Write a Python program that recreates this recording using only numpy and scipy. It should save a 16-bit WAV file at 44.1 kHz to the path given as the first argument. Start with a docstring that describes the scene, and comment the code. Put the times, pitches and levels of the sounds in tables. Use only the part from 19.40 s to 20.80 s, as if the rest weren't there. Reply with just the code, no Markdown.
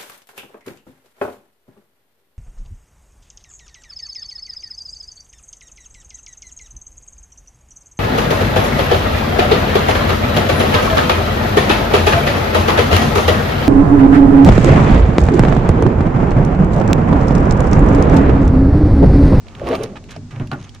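"""Soft outdoor air, made of shaped noise, and a low hum of sines; then a metal fuel cap is twisted close by.
Random slips through resonances grind it round its seat, with dull sine jerks as it sticks.
Noise clacks click, grainy strokes scrape, and decaying sines make the rim ring and the body panel thump.
Late on, the cap clanks and crunches on the filler neck in ringing modes and rattles in bursts of ticks.
Handling rumbles underneath; scattered sound spreads the cap, which leans right and less so by the end."""
import sys
import numpy as np
from scipy import signal
from scipy.fft import rfft, irfft, next_fast_len
from scipy.io import wavfile
from scipy.ndimage import uniform_filter1d, map_coordinates

SR = 44100
rng = np.random.default_rng(int(sys.argv[2]) if len(sys.argv) > 2 else 0)


def digitize_waveform(pressure):
    """Quantize a signal to 16-bit integers and store it at the path in sys.argv[1].

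    Rows of a 2-D input are taken as channels; values are limited to [-1, 1].
    """
    field = np.atleast_2d(pressure).T
    bounded = np.clip(field, -1, 1)
    quanta = np.round(bounded * 32767).astype(np.int16)
    wavfile.write(sys.argv[1], SR, quanta)


N = 61739  # length [samples]

# Outdoor air: (frequency [Hz], relative level [dB])
AIR_TONE = [(15, -30), (25, -0.5), (100, -8.5), (240, -8), (420, -18), (620, -27), (800, -19),
            (1000, -25.5), (3000, -32.5), (6600, -32.5), (8500, -41), (12400, -64), (15000, -77)]
# Width of the air: (frequency [Hz], gain of the side signal [dB])
AIR_SIDE_TONE = [(30, 4), (100, -13.5), (300, -15.5), (1000, -5), (5000, 0)]
# Hum harmonics: (multiple of the hum pitch, relative level [dB])
HUM_HARMONICS = [(2, -6), (3, -14.5), (4, -28), (5, -15), (6, -30.5)]
# Handling rumble over time: (time [s], level [dB])
RUMBLE_LEVEL = [(0, -55), (.17, -38), (.235, -32.5), (.32, -30.5), (.42, -33), (.48, -33.5), (.67, -43.5),
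                (.77, -39.5), (.95, -41), (1.03, -27.5), (1.15, -38.5), (1.23, -34), (1.38, -75)]
# Tone of the rumble: (frequency [Hz], relative level [dB])
RUMBLE_SPECTRUM = [(15, -6), (30, -8.5), (60, -3.5), (120, 1), (260, -7.5), (2000, -100)]
AIR_DB, HUM_HZ, HUM_DB = -45.5, 48.72, -43

# Cap grinding on its seat: (time [s], hollow body before trim [dB], grit before trim [dB])
GRIND_LEVELS = [(.03, -55, -66), (.065, -42, -53), (.16, -48.5, -46.5), (.2, -33.5, -43.5),
                (.255, -25.5, -40), (.272, -19, -28), (.305, -18, -31.5), (.35, -17.5, -25),
                (.37, -29.5, -37.5), (.41, -20.5, -38), (.435, -26, -35), (.475, -32, -47),
                (.535, -34, -51.5), (.6, -45, -81), (.72, -44.5, -72), (.8, -82, -95)]
# Resonances of the hollow neck: (frequency [Hz], relative level [dB])
HOLLOW_MODES = [(190, -16), (256, -1), (352, -0.5), (410, 1.5), (450, -6), (496, -6.5), (555, -3),
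                (614, -6.5), (696, -5.5), (826, -15.5), (1125, -16.5)]
# Tone of the grit: (frequency [Hz], relative level [dB])
GRIT_TONE = [(300, -59), (750, 5), (1150, 4.5), (1700, -4), (3000, -5), (4500, -16), (6600, -24),
             (8000, -30.5), (12200, -31.5), (15000, -53)]
# Jerks of the sticking cap: (time [s], peak level [dB], pitch [Hz], rise [s], t60 [s])
CAP_JERKS = [(0.2161, -16, 555, 0.0016, 0.031), (0.22, -27, 61.7, 0.011, 0.44),
             (0.235, -19.5, 395, 0.0013, 0.033), (0.2696, -18, 505, 0.0016, 0.024),
             (.298, -23.5, 266.7, 0.0089, 0.15), (.302, -11, 479, 0.0058, 0.044),
             (.319, -16.5, 647, 0.0038, 0.094), (.322, -16.5, 454, 0.0033, 0.047),
             (0.358, -28.5, 193.7, 0.0076, 0.23), (0.402, -17.5, 421.6, 0.012, 0.052),
             (0.434, -20, 449, 0.0055, 0.065), (0.499, -27.5, 195, 0.0033, 0.25),
             (.555, -33, 830, .002, .06), (.763, -25.5, 650, 0.00075, 0.03),
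             (0.814, -34.5, 244, 0.024, 0.25)]
HOLLOW_WIDTH_HZ, HOLLOW_TRIM_DB, SLIPS_PER_S = 35, -3.5, 500
GRIT_TRIM_DB, GRAINS_PER_S = -1, 2800
GRAIN_SPREAD_DB = 4  # unevenness of the grains in grit, scrapes and rattle
EVEN_S = 0.014  # window for holding a noise steady

# Cap resonances colouring grit, scrapes and clicks: (frequency [Hz], width [Hz], relative level [dB])
CAP_MODES = [(1200, 46, -2.5), (1685, 26, -6), (2290, 31, -6.5), (2668, 14, -2), (3926, 86, -4),
             (5500, 120, -5.5), (6400, 70, -1.5)]
CAP_TRIM_DB = -3

# Clicks of the rim, before the cap's colour:
# (time [s], clack level [dB], clack pitch [Hz], bright tick level [dB])
RIM_CLICKS = [(0.068, -40.5, 2980, -63), (.083, -34, 3030, -54), (0.151, -30.5, 2680, -51),
              (.196, -29.5, 1780, -47), (.288, -26, 2140, -30), (0.312, -25, 2550, -51),
              (0.3366, -29, 2900, -50), (0.3525, -20, 3080, -35), (0.425, -33, 2720, -50),
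              (0.4344, -40, 3520, -26.5), (.437, -29, 3700, -32.5), (.460, -34, 2510, -76),
              (0.64, -39.5, 2870, -46.5), (0.763, -35.5, 4840, -55), (0.9607, -32.5, 2294, -53),
              (.998, -30, 2330, -50), (1.073, -37, 3100, -42), (1.1153, -25, 3350, -39),
              (1.132, -37, 3170, -46), (1.293, -33, 4350, -50.5), (1.348, -38, 4220, -43)]
# Tone of a clack pitched at CLACK_HZ: (frequency [Hz], relative level [dB])
CLACK_TONE = [(300, -52), (1200, -11.5), (2200, 1), (3000, 3), (4000, -3.5), (5500, -14.5), (15000, -47.5)]
# Tone of the bright tick: (frequency [Hz], relative level [dB])
TICK_TONE = [(1500, -2), (4000, 1.5), (5600, 8.5), (6700, 2.5), (7800, -11), (10000, 0.5), (11200, -12),
             (12500, -7), (15000, -28)]
# Rim ringing on after the hardest click, before the cap's colour:
# (frequency [Hz], mean level [dB], t60 [s])
RIM_MODES = [(2660, -46, 0.36), (6670, -50, 0.29), (8700, -56, 0.46), (9100, -52, .19), (12100, -44, 0.065)]
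CLACK_HZ, RIM_S = 3000, 0.3532
CLICK_T60_S, CLICK_TAIL_DB, CLICK_TAIL_T60_S = 0.014, -19.5, 0.097

# Light metal scrapes, before the cap's colour:
# (time [s], length [s], level [dB], fade over the length [dB], tilt above 800 Hz [dB per octave])
METAL_SCRAPES = [(0.33, 0.032, -20, 8.5, -13), (0.555, 0.017, -34.5, -2.5, -2.5),
                 (0.686, 0.019, -39.5, 1.5, -0.5), (0.705, 0.014, -35.5, 1.5, 5),
                 (0.712, 0.059, -42, -0.5, -1), (0.907, 0.024, -36, 10.5, 0.5),
                 (0.923, 0.061, -41.5, -4, -9), (0.997, 0.078, -27.5, 24, -8.5),
                 (1.112, 0.025, -33, 2.5, -2.5), (1.147, 0.044, -35, 6.5, -11), (1.19, 0.093, -46, 0.5, -3),
                 (1.341, .02, -46.5, -1.5, -0.5)]
# Tone of a scrape before its tilt: (frequency [Hz], relative level [dB])
SCRAPE_TONE = [(200, -0.5), (600, 1.5), (900, 0), (1500, 3.5), (3000, 1), (4500, -9.5), (6500, -13.5),
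               (8500, -22.5), (12000, -32.5), (15000, -50)]
BURST_RISE_S, SCRAPE_T60_S = 0.0015, 0.054

# Thumps into the body panel:
# (time [s], level [dB], lowest mode [Hz], second mode [Hz], t60 of these two [s], upper modes [dB])
PANEL_THUMPS = [(.768, -34, 101, 152.2, 0.84, 7), (.925, -29, 111.6, 140, 0.83, -12.5),
                (0.9982, -12, 119, 141, 0.12, -4.5), (1.118, -17, 130.4, 149.6, 0.12, 0.5)]
# Upper modes of the panel: (frequency [Hz], mean relative level [dB], t60 [s])
PANEL_MODES = [(246, -6, 0.25), (288, -9.5, 0.26), (360.7, -14.5, 0.29), (426.5, -14, 0.13),
               (584, -22.5, 0.32), (630, -20.5, 0.27)]
# Modes of the neck under the clank and crunch: (frequency [Hz], relative level [dB], t60 of the clank [s])
NECK_MODES = [(771, 5.5, 0.13), (930, -5, 0.06), (1080, -2, 0.069), (1188, 1, 0.064), (1387, 1, 0.055),
              (1462, 4, 0.057), (1807, -7.5, 0.12), (2160, -19, 0.1)]
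UPPER_RISE_S = 0.0032
CLANK_S, CLANK_DB = 1.1153, -31.5
CRUNCH_LENGTH_S, CRUNCH_DB, CRUNCH_WIDTH_HZ = 0.031, -30.5, 85

# Rattle bursts of the loose cap: (time [s], length [s], level [dB])
RATTLE_BURSTS = [(1.183, .002, -51), (1.195, .01, -52), (1.2102, 0.0037, -46), (1.222, 0.0046, -40.5),
                 (1.238, .013, -46), (1.273, .002, -54)]
# Resonances of the rattle: (frequency [Hz], width [Hz], relative level [dB])
RATTLE_RESONANCES = [(2320, 500, -3.5), (3270, 580, -1), (3860, 480, -2.5), (5630, 430, -4.5),
                     (6480, 170, 0), (9800, 450, -17)]

# Full stereo balance: (frequency [Hz], left over right [dB])
FULL_BALANCE = [(100, -4), (300, 1.6), (600, -5.5), (2500, -4.5), (6000, -11), (12000, -27)]
# Lean of the cap over time: (time [s], share of the full balance [0 to 1])
CAP_LEAN = [(.1, 0.95), (.35, 0.75), (.45, 1), (.7, 0.52), (.95, 0.61), (1.3, 0.37)]
# Sound thrown back by the bodywork: (frequency [Hz], level in the side signal [dB])
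SCATTER_TONE = [(100, -37), (300, -31), (600, -10.5), (1200, -5), (2500, -9.5), (5000, -7.5), (12000, 0.5)]
SCATTER_T60_S = 0.04
TOP_HZ = 15400  # band limit


def amp(db):
    """Decibels to gain."""
    return 10 ** (np.asarray(db) / 20)


def unit(x):
    """Scale to rms 1."""
    return x / np.sqrt(np.mean(x ** 2) + 1e-20)


def along(points, hz):
    """Read (Hz, value) points on a log frequency axis."""
    f, v = np.transpose(points)
    return np.interp(np.log(hz + 1), np.log(f + 1), v)


def since(s):
    """Seconds since time s, zero before it."""
    return np.maximum(np.arange(N) / SR - s, 0)


def curves(rows):
    """One value per sample for each column after the time."""
    s, *columns = np.transpose(rows)
    return [np.interp(since(0), s, column) for column in columns]


def fade(t, t60):
    """Exponential decay, 60 dB down after t60 seconds."""
    return np.exp(-np.log(1000) * t / t60)


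def burst(s, length, t60):
    """Quick rise at s, hold for the length, then an exponential release."""
    rise = 1 - np.exp(-since(s) / BURST_RISE_S)
    return rise * fade(since(s + length), t60)


def filtered(x, response):
    """Multiply the spectrum of x by a response of frequency."""
    m = 2 * next_fast_len(N)
    hz = np.fft.rfftfreq(m, 1 / SR)
    return irfft(rfft(x, m) * response(hz), m)[..., :N]


def coloured(x, points, tilt_db=0):
    """Causal filter through (Hz, dB) points, tilted per octave above 800 Hz."""
    def response(hz):
        octaves = np.log2(np.maximum(hz, 800) / 800)
        cepstrum = irfft(np.log(amp(along(points, hz) + tilt_db * octaves)))
        # fold the cepstrum forward in time: minimum phase, no pre-echo
        half = len(cepstrum) // 2
        cepstrum[1:half] *= 2
        cepstrum[half + 1:] = 0
        return np.exp(rfft(cepstrum))
    return filtered(x, response)


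def resonance(f, hz, width_hz):
    """Band-pass response of one damped resonance, with unit gain at its centre."""
    return 1j * f * width_hz / (hz * hz - f * f + 1j * f * width_hz)


def resonant(x, modes):
    """Pass x through (Hz, width Hz, dB) resonances of alternating sign."""
    def response(f):
        return sum((-1) ** k * amp(db) * resonance(f, hz, width)
                   for k, (hz, width, db) in enumerate(modes))
    return filtered(x, response)


def through_cap(x):
    """The cap's resonances stand out of a contact noise."""
    def response(f):
        return 1 + sum(amp(db) * resonance(f, hz, width) for hz, width, db in CAP_MODES)
    return amp(CAP_TRIM_DB) * filtered(x, response)


def even(x):
    """Hold a noise at rms 1 from moment to moment."""
    power = np.abs(uniform_filter1d(x ** 2, size=int(EVEN_S * SR)))
    return x / np.sqrt(power + 1e-20)


def slips(rate, spread_db, smooth):
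    """Tiny random slips of uneven size, rate per second on average, over smooth friction noise."""
    happens = rng.random(N) < rate / SR
    sign = rng.choice([-1, 1], N)
    size = amp(spread_db * np.clip(rng.standard_normal(N), -2, 2))
    return unit(happens * sign * size) + smooth * rng.standard_normal(N)


def ring(s, modes, rise_s, vary_db, scatter=0):
    """Damped modes struck at time s, with varied levels; scatter spreads their phases."""
    t = since(s)
    out = np.zeros(N)
    for hz, db, t60 in modes:
        level = amp(db + vary_db * rng.standard_normal())
        out += level * fade(t, t60) * np.sin(2 * np.pi * (hz * t + scatter * rng.random()))
    return (1 - np.exp(-t / rise_s)) * out


def background():
    """Shaped noise for outdoor air, a phase-wobbled harmonic hum and low noise for handling rumble."""
    mid, side = unit(coloured(rng.standard_normal((2, N)), AIR_TONE))
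    side = filtered(side, lambda hz: amp(along(AIR_SIDE_TONE, hz)))
    air = amp(AIR_DB) * np.array([mid + side, mid - side])
    # 8 random phase targets a second, joined by straight lines
    wobble = map_coordinates(rng.standard_normal(N), [since(0) * 8], order=1)
    turn = 2 * np.pi * HUM_HZ * since(0) + 0.13 * wobble
    hum = sum(amp(db) * np.sin(k * turn + 2 * np.pi * rng.random()) for k, db in HUM_HARMONICS)
    rumble = unit(coloured(rng.standard_normal(N), RUMBLE_SPECTRUM))
    return air + amp(HUM_DB) * unit(hum) + amp(curves(RUMBLE_LEVEL)[0]) * rumble


def grinding():
    """Slips excite the hollow neck; finer grit rasps above; the cap jerks on in dull knocks."""
    hollow_db, grit_db = curves(GRIND_LEVELS)
    neck = [(hz, HOLLOW_WIDTH_HZ, db) for hz, db in HOLLOW_MODES]
    hollow = even(resonant(slips(SLIPS_PER_S, spread_db=1.0, smooth=0.64), neck))
    grains = slips(GRAINS_PER_S, spread_db=GRAIN_SPREAD_DB, smooth=0.52)
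    grit = even(through_cap(coloured(grains, GRIT_TONE)))
    out = amp(hollow_db + HOLLOW_TRIM_DB) * hollow + amp(grit_db + GRIT_TRIM_DB) * grit
    for s, db, hz, rise, t60 in CAP_JERKS:
        t = since(s)
        shape = (1 - np.exp(-(t / rise) ** 2)) * fade(t, t60)
        out += amp(db) * shape / shape.max() * np.sin(2 * np.pi * hz * t)
    return out


def clicking():
    """Each click is a pitched noise clack and a bright tick with a faint tail; the rim rings after one."""
    out = np.zeros(N)
    tick_noise = coloured(rng.standard_normal(N), TICK_TONE)
    for s, clack_db, hz, tick_db in RIM_CLICKS:
        t = since(s)
        tail = amp(CLICK_TAIL_DB) * fade(t, CLICK_TAIL_T60_S)
        shape = (t > 0) * (fade(t, CLICK_T60_S) + tail)
        tone = [(f * hz / CLACK_HZ, db) for f, db in CLACK_TONE]
        clack = unit(coloured(shape * rng.standard_normal(N), tone))
        tick = unit(shape * tick_noise)
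        # give back the energy of the envelope after levelling
        out += (amp(clack_db) * clack + amp(tick_db) * tick) * np.sqrt(np.mean(shape ** 2))
    return out + ring(RIM_S, RIM_MODES, rise_s=0.00045, vary_db=2.0)


def scraping():
    """Short strokes of the rim over the neck: bursts of grainy slips, each with its own tilt and fade."""
    out = np.zeros(N)
    for s, length, db, fade_db, tilt_db in METAL_SCRAPES:
        progress = np.minimum(since(s) / length, 1)
        shape = burst(s, length, SCRAPE_T60_S) * amp(-fade_db * progress)
        grains = slips(1800, spread_db=GRAIN_SPREAD_DB, smooth=0.53)
        out += amp(db) * shape * even(coloured(grains, SCRAPE_TONE, tilt_db))
    return out


def thumping():
    """Two close low modes of opposite sign boom in the body panel under its damped upper modes."""
    out = np.zeros(N)
    for s, db, low_hz, high_hz, t60, upper_db in PANEL_THUMPS:
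        t = since(s)
        pair = np.sin(2 * np.pi * low_hz * t) - np.sin(2 * np.pi * high_hz * t)
        upper = ring(s, PANEL_MODES, UPPER_RISE_S, vary_db=2)
        out += amp(db) * (fade(t, t60) * pair + amp(upper_db) * upper)
    return out


def clanking():
    """The cap strikes damped modes of the neck and crunches along it as noise through the same modes."""
    clank = ring(CLANK_S, NECK_MODES, rise_s=0.0004, vary_db=1, scatter=1)
    modes = [(hz, CRUNCH_WIDTH_HZ, db) for hz, db, _ in NECK_MODES]
    crunch = even(resonant(rng.standard_normal(N), modes))
    shape = burst(CLANK_S, CRUNCH_LENGTH_S, SCRAPE_T60_S)
    return amp(CLANK_DB) * clank + amp(CRUNCH_DB) * shape * crunch


def rattling():
    """The loosened cap chatters in short bursts of tiny, ringing ticks."""
    ticks = even(resonant(slips(900, spread_db=GRAIN_SPREAD_DB, smooth=0), RATTLE_RESONANCES))
    return ticks * sum(amp(db) * burst(s, length, CLICK_T60_S) for s, length, db in RATTLE_BURSTS)


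def scattered(cap):
    """The bodywork throws the cap's sound back as a short decaying noise echo."""
    echoes = rng.standard_normal(N) * fade(since(0), SCATTER_T60_S)
    echoed = signal.fftconvolve(cap, echoes / np.linalg.norm(echoes))[:N]
    return filtered(echoed, lambda hz: amp(along(SCATTER_TONE, hz)))


def leaning(cap):
    """Side signal that sets the left-right balance at each frequency, scaled by the lean over time."""
    full = filtered(cap, lambda hz: 1 - 2 / (1 + amp(along(FULL_BALANCE, hz))))
    return curves(CAP_LEAN)[0] * full


def scene():
    """The cap leans right by a varying amount, its scattered sound spread wide, over the background."""
    outdoors = background()
    cap = grinding() + through_cap(clicking() + scraping()) + thumping() + clanking() + rattling()
    side = scattered(cap) + leaning(cap)
    return np.array([cap + side, cap - side]) + outdoors


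def record(dry):
    """Nothing is kept at or above the band limit."""
    return filtered(dry, lambda hz: hz < TOP_HZ)


dry = scene()
out = record(dry)
digitize_waveform(out)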